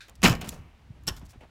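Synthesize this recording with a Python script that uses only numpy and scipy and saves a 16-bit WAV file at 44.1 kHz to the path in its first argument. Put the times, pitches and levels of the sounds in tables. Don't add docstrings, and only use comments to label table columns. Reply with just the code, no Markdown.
import sys
import numpy as np
from scipy import signal
from scipy.fft import rfft, irfft
from scipy.io import wavfile

SR = 44100
rng = np.random.default_rng(int(sys.argv[2]) if len(sys.argv) > 2 else 0)


def int16_out(signal):
    q = np.round(np.clip(np.atleast_2d(signal).T, -1, 1) * 32767)
    wavfile.write(sys.argv[1], SR, q.astype(np.int16))


N = 66150
T = np.arange(N) / SR
HZ = np.fft.rfftfreq(2 * N, 1 / SR)

# [t/s, level/dB, brightness/dB per octave]
SNAPS = [(0.2189, -40, 3), (.228, -36, -2), (0.231, -20.5, 1.5), (0.2362, -17.5, 1.5), (0.2418, -16, 1),
         (0.244, -17, -1.5), (0.2498, -19.5, 1), (0.259, -25, -3), (.266, -22.5, 2), (.275, -20, 0.5),
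         (.283, -25, -1), (0.2935, -30, 2.5), (.306, -29.5, -2), (0.3181, -28, -1), (0.3274, -28.5, -2.5),
         (0.338, -41, 1), (.352, -37.5, 0.5)]
# [f/Hz, level/dB]
WOOD_TONE = [(60, -7.5), (200, 7), (400, 0), (560, -0.5), (750, 0.5), (1400, -2.5), (2900, -2.5),
             (3600, -10), (6000, -6), (9000, -14.5), (12000, -20.5), (16000, -27)]
# [f/Hz, t60/s]
SNAP_DECAY = [(200, 0.21), (1500, 0.083), (5000, 0.038), (14000, 0.023)]
# [f/Hz, level/dB, t60/s]
BOARD_MODES = [(484, -5, .25), (1030, 1, .18), (1110, 0, .18), (1551, -4, .13), (1774, -1, .15),
               (2093, -4, .15), (2306, 0, .13), (2642, -1, .12), (2947, 3, .12), (3088, -1, .12)]
# [t/s, level/dB]
TEAR_LEVEL = [(.225, -68.5), (.24, -26.5), (.285, -26), (.31, -31.5), (.335, -46.5), (.37, -54),
              (.405, -76)]
# [f/Hz, level/dB]
FIBRE_TONE = [(500, -2), (1500, -2.5), (3000, 1), (6000, -2.5), (10000, -10), (16000, -13.5)]
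# [t/s, level/dB, contact pitch f/Hz]
THUMPS = [(0.194, -46.5, 79), (0.2334, -25.5, 212), (0.2382, -13.5, 202), (0.2491, -14.5, 196),
          (0.2656, -20, 190), (0.2753, -15.5, 73), (0.2939, -20, 200), (.306, -11, 119), (.479, -32, 173),
          (0.546, -35.5, 172), (.606, -38, 130), (0.906, -35, 126), (1.116, -28.5, 78), (1.232, -39.5, 172),
          (1.36, -45, 233), (1.381, -39.5, 73)]
# [f/Hz, level/dB, t60/s]
WALL_MODES = [(62, 0, .5), (95, 1, .5), (120, -3, .45), (160, -3, .55), (191, -1, .4), (251, -6, .55),
              (298, -5, .45), (331, -4, .5), (398, -6, .4)]
# [t/s, level/dB]
RUMBLE_LEVEL = [(0, -62), (.17, -53.5), (.24, -40), (.33, -29.5), (.42, -50), (.57, -40.5), (.7, -56),
                (.82, -55.5), (.91, -49), (1.0, -50.5), (1.12, -45), (1.27, -47), (1.32, -56.5), (1.5, -57)]
# [f/Hz, level/dB]
RUMBLE_TONE = [(15, -16.5), (35, -3.5), (62, 4), (100, -2.5), (180, -11.5), (300, -19.5), (600, -47),
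               (2000, -82)]
# [t/s, level/dB]
CLACKS = [(1.069, -40), (1.0737, -29.5), (1.0798, -23), (1.0863, -27), (1.166, -45.5)]
# [f/Hz, level/dB]
CLACK_TONE = [(150, 4.5), (600, -10), (870, -8), (1400, -1.5), (2200, -7), (3200, 5.5), (4300, -2),
              (5400, 1), (7800, -4.5), (9500, -8.5), (12000, -6), (16000, -14)]
# [f/Hz, t60/s]
CLACK_DECAY = [(800, 0.13), (3000, 0.05), (12000, 0.037)]
# [f/Hz, level/dB, t60/s]
PIECE_MODES = [(870, 0, .08), (1400, -8, .08), (1868, -9, 0.08), (3082, -2, 0.06), (3330, -2, 0.06),
               (4478, -5, .06), (5255, 0, 0.08), (5420, -11, .2), (5532, 2, .07)]
# [t/s, level/dB, f/Hz]
PINGS = [(1.0744, -27.5, 7700), (1.0792, -15, 5450), (1.0875, -21, 5450)]
# [t/s, level/dB, brightness/dB per octave]
KNOCKS = [(.083, -50.5, 1), (0.4129, -34.5, 2.5), (0.427, -39, -14), (.443, -41.5, 3), (.456, -40, -12.5),
          (0.472, -45, 3.5), (.524, -45.5, -2.5), (1.166, -55, 1), (1.214, -52, -2), (1.331, -60.5, 2.5)]
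# [f/Hz, level/dB]
KNOCK_TONE = [(80, -12), (250, -3.5), (700, 2.5), (1200, -0.5), (1800, -6), (2700, -3.5), (4200, -12),
              (8000, -19), (16000, -28.5)]
# [f/Hz, t60/s]
KNOCK_DECAY = [(200, 0.24), (2000, 0.14), (10000, 0.062)]
# [t/s, level/dB]
TICKS = [(.0825, -54), (.096, -47), (0.4108, -48.5), (0.4132, -36.5), (0.46, -49), (0.4736, -47),
         (0.486, -38), (0.4911, -24), (.528, -61), (0.543, -49.5), (1.036, -56.5), (1.1646, -50),
         (1.195, -54)]
# [f/Hz, level/dB]
CHIP_TONE = [(500, -23.5), (2500, -11), (4000, -3), (5000, -13), (7000, 1.5), (8000, -9.5), (11000, -6),
             (16000, -11.5)]
# [middle t/s, half length/s, level/dB]
SCRAPES = [(0.158, 0.0052, -58.5), (0.507, 0.067, -54.5), (1.178, 0.012, -58.5), (1.262, 0.0089, -57),
           (1.308, 0.017, -57.5)]
# [f/Hz, level/dB]
SCRAPE_TONE = [(800, -16.5), (2500, -7.5), (4200, -1), (6000, 1), (9000, -4.5), (16000, -12)]
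# [middle t/s, half length/s, level/dB]
SCUFFS = [(0.458, 0.023, -47.5), (0.556, 0.034, -56.5), (0.974, 0.022, -64.5), (1.347, .022, -58.5),
          (1.434, 0.019, -51)]
# [f/Hz, level/dB]
CLINK_TONE = [(300, -21), (1100, -14.5), (1600, 9.5), (2000, -3.5), (2400, 3), (3100, -9), (3750, 3),
              (5000, -7.5), (7000, -12), (15000, -28)]
# [f/Hz, level/dB]
RAP_TONE = [(400, 3), (650, 12.5), (1000, -6), (1700, -9), (2300, -1), (3000, 2), (3600, -16),
            (8000, -17.5), (16000, -30)]
# [f/Hz, t60/s]
SHED_DECAY = [(150, 0.98), (1000, 0.98), (2800, 1.19), (6000, 0.47), (14000, 0.88)]
# [f/Hz, t60/s]
NEAR_DECAY = [(300, 0.17), (1300, 0.39), (14000, 0.37)]
# [f/Hz, level/dB]
ECHO_TONE = [(100, 2.5), (1000, 2), (3000, -7), (6000, -7.5), (15000, -6)]
# [f/Hz, level/dB]
AIR_TONE = [(30, 0.5), (300, -2.5), (800, -2), (2600, -8.5), (4500, -15), (9000, -24), (16000, -31.5)]

SNAP_EDGE_DB, SNAP_EDGE_T60_S = -2.5, 0.005
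BOARD_DB, WALL_DB, PIECE_DB = -18.5, -19, -14.5
FIBRE_RATE, FIBRE_SCATTER_DB, FIBRE_T60_S = 1400, 3, 0.014
SPLIT_S, SPLIT_LEN_S, SPLIT_DB = 0.2465, 0.022, -17
SPLIT_FROM_HZ, SPLIT_TO_HZ, SPLIT_SCATTER = 3700, 1880, 0.27
SWING_T60_S, SWING_DB = 0.091, -9
PING_WIDTH_S = 0.00083
CHIP_T60_S, CHIP_TAIL_T60_S, CHIP_TAIL_DB = 0.013, 0.052, -20.5
SCUFF_TILT_DB = -3
CLINK_S, CLINK_DB = 0.0056, -45
RAP_S, RAP_DB = 1.4075, -49
SHED_DB, NEAR_DB, AIR_DB = -28, -17.5, -65
TOP_HZ = 15900


def amp(db):
    return 10 ** (np.asarray(db) / 20)


def unit(x):
    return x / np.sqrt(np.mean(x ** 2) + 1e-20)


def along(points, hz):
    f, v = np.transpose(points)
    return np.interp(np.log(hz + 1), np.log(f + 1), v)


def fade(t, t60):
    return np.exp(-np.log(1000) * t / np.maximum(t60, 1e-4))


def hump(middle, half):
    return np.exp(-((T - middle) / half) ** 2)


def add(out, s, x):
    i = max(round(s * SR), 0)
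    out[i:i + len(x)] += x[:N - i]


def noise(spectrum, tilt=0, spiky=0):
    octaves = np.log2(np.maximum(HZ, 200) / 2000)
    grains = np.repeat(rng.standard_normal(N), 16)[:2 * N]
    white = rng.standard_normal(2 * N) * np.exp(spiky * grains)
    colour = amp(along(spectrum, HZ) + tilt * octaves)
    return unit(irfft(rfft(white) * colour)[:N])


def burst(source, decay, attack_s):
    hz, t, bands = signal.stft(source[:SR], SR, nperseg=256)
    t60 = along(decay, hz)[:, None]
    x = signal.istft(bands * fade(t, t60), SR)[1][:SR]
    return x * (1 - np.exp(-T[:SR] / attack_s))


def ring(modes, attack_s):
    t = T[:SR]
    x = np.zeros(SR)
    for hz, db, t60 in modes:
        level = amp(db + 2 * rng.standard_normal())
        x += level * np.sin(2 * np.pi * (hz * t + rng.random())) * fade(t, t60)
    return x * (1 - np.exp(-t / attack_s))


def fracture():
    out = np.zeros(N)
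    edge = 1 + amp(SNAP_EDGE_DB) * fade(T[:SR], SNAP_EDGE_T60_S)
    for s, db, tilt in SNAPS:
        crack = burst(noise(WOOD_TONE, tilt, spiky=0.45), SNAP_DECAY, attack_s=0.00011)
        board = amp(BOARD_DB) * ring(BOARD_MODES, attack_s=0.00078)
        add(out, s, amp(db) * (crack * edge + board))
    return out


def split(count=70, cycles=9):
    out = np.zeros(N)
    t = T[:SR // 20]
    for k, (jitter, pitch, push) in enumerate(rng.standard_normal((count, 3))):
        u = (k + jitter / 2) / count
        glide = SPLIT_FROM_HZ * (SPLIT_TO_HZ / SPLIT_FROM_HZ) ** u
        hz = glide * np.exp(SPLIT_SCATTER * pitch)
        strength = np.sign(push) * np.sqrt(abs(np.sin(np.pi * u)))
        slip = np.sin(2 * np.pi * hz * t) * fade(t, cycles / hz)
        add(out, SPLIT_S + u * SPLIT_LEN_S, strength * slip)
    return amp(SPLIT_DB) * unit(out) * np.sqrt(SPLIT_LEN_S * SR / N)


def tearing():
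    hits = rng.random(N) < FIBRE_RATE / SR
    signs = rng.choice([-1, 1], N)
    sizes = amp(FIBRE_SCATTER_DB * np.clip(rng.standard_normal(N), -2, 2))
    fibre = noise(FIBRE_TONE) * fade(T, FIBRE_T60_S)
    crackle = unit(signal.fftconvolve(hits * signs * sizes, fibre)[:N])
    active = (T > TEAR_LEVEL[0][0]) * (T < TEAR_LEVEL[-1][0])
    return amp(np.interp(T, *np.transpose(TEAR_LEVEL))) * active * crackle


def wall():
    out = np.zeros(N)
    for s, db, hz in THUMPS:
        u = (np.pi * hz * (T - s)) ** 2
        out += amp(db) * (2 * u - 1) * np.exp(-u)
        swing = -np.cos(2 * np.pi * hz * T) * (1 - np.exp(-2 * hz * T)) * fade(T, SWING_T60_S)
        add(out, s, amp(db + SWING_DB) * swing)
        boom = np.zeros(N)
        for f, level, t60 in WALL_MODES:
            drive = amp(level) / (1 + (f / hz) ** 2)
            boom += drive * np.sin(2 * np.pi * f * T) * fade(T, t60)
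        add(out, s, amp(db + WALL_DB) * boom)
    rumble = amp(np.interp(T, *np.transpose(RUMBLE_LEVEL))) * noise(RUMBLE_TONE)
    return out + rumble


def loose_piece():
    out = np.zeros(N)
    for s, db in CLACKS:
        crack = burst(noise(CLACK_TONE, spiky=0.54), CLACK_DECAY, attack_s=0.0001)
        body = amp(PIECE_DB) * ring(PIECE_MODES, attack_s=0.00045)
        add(out, s, amp(db) * (crack + body))
    return out


def pings():
    out = np.zeros(N)
    for s, db, hz in PINGS:
        out += amp(db) * np.sin(2 * np.pi * hz * T) * hump(s, PING_WIDTH_S)
    return out


def inside_knocks():
    out = np.zeros(N)
    for s, db, tilt in KNOCKS:
        knock = burst(noise(KNOCK_TONE, tilt, spiky=0.4), KNOCK_DECAY, attack_s=0.0008)
        add(out, s, amp(db) * knock)
    return out


def outside_splinters():
    out = np.zeros(N)
    for s, db in TICKS:
        decay = fade(T, CHIP_T60_S) + amp(CHIP_TAIL_DB) * fade(T, CHIP_TAIL_T60_S)
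        add(out, s, amp(db) * noise(CHIP_TONE) * decay)
    for s, half, db in SCRAPES:
        out += amp(db) * noise(SCRAPE_TONE, spiky=0.59) * hump(s, half)
    return out


def frame_scuffs():
    out = np.zeros(N)
    for s, half, db in SCUFFS:
        out += amp(db) * noise(KNOCK_TONE, SCUFF_TILT_DB, spiky=0.52) * hump(s, half)
    return out


def tap_and_rap():
    out = np.zeros(N)
    tap_decay = [(1600, 0.21), (4000, 0.24)]  # f/Hz, t60/s
    add(out, CLINK_S, amp(CLINK_DB) * burst(noise(CLINK_TONE), tap_decay, attack_s=0.0004))
    add(out, RAP_S, amp(RAP_DB) * burst(noise(RAP_TONE), KNOCK_DECAY, attack_s=0.00053))
    return out


def echo(x, decay, attack_s):
    tail = burst(noise(ECHO_TONE), decay, attack_s)
    return signal.fftconvolve(x, tail / np.linalg.norm(tail))[:N]


def outdoor_air():
    return amp(AIR_DB) * noise(AIR_TONE)


def scene():
    breaking = fracture() + split() + tearing()
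    debris = inside_knocks() + outside_splinters() + frame_scuffs() + tap_and_rap()
    wood = breaking + debris
    piece = loose_piece()
    shed_echo = amp(SHED_DB) * echo(wood, SHED_DECAY, attack_s=0.019)
    near_echo = amp(NEAR_DB) * echo(piece, NEAR_DECAY, attack_s=0.0081)
    direct = wood + piece + pings() + wall()
    return (direct + shed_echo + near_echo + outdoor_air())[None]


def record(dry):
    held = dry / (1 + np.abs(dry / 0.6) ** 6) ** (1 / 6)
    low_pass = 1 / np.sqrt(1 + (HZ / TOP_HZ) ** 200)
    return irfft(rfft(held, 2 * N) * low_pass)[:, :N]


dry = scene()
out = record(dry)
int16_out(out)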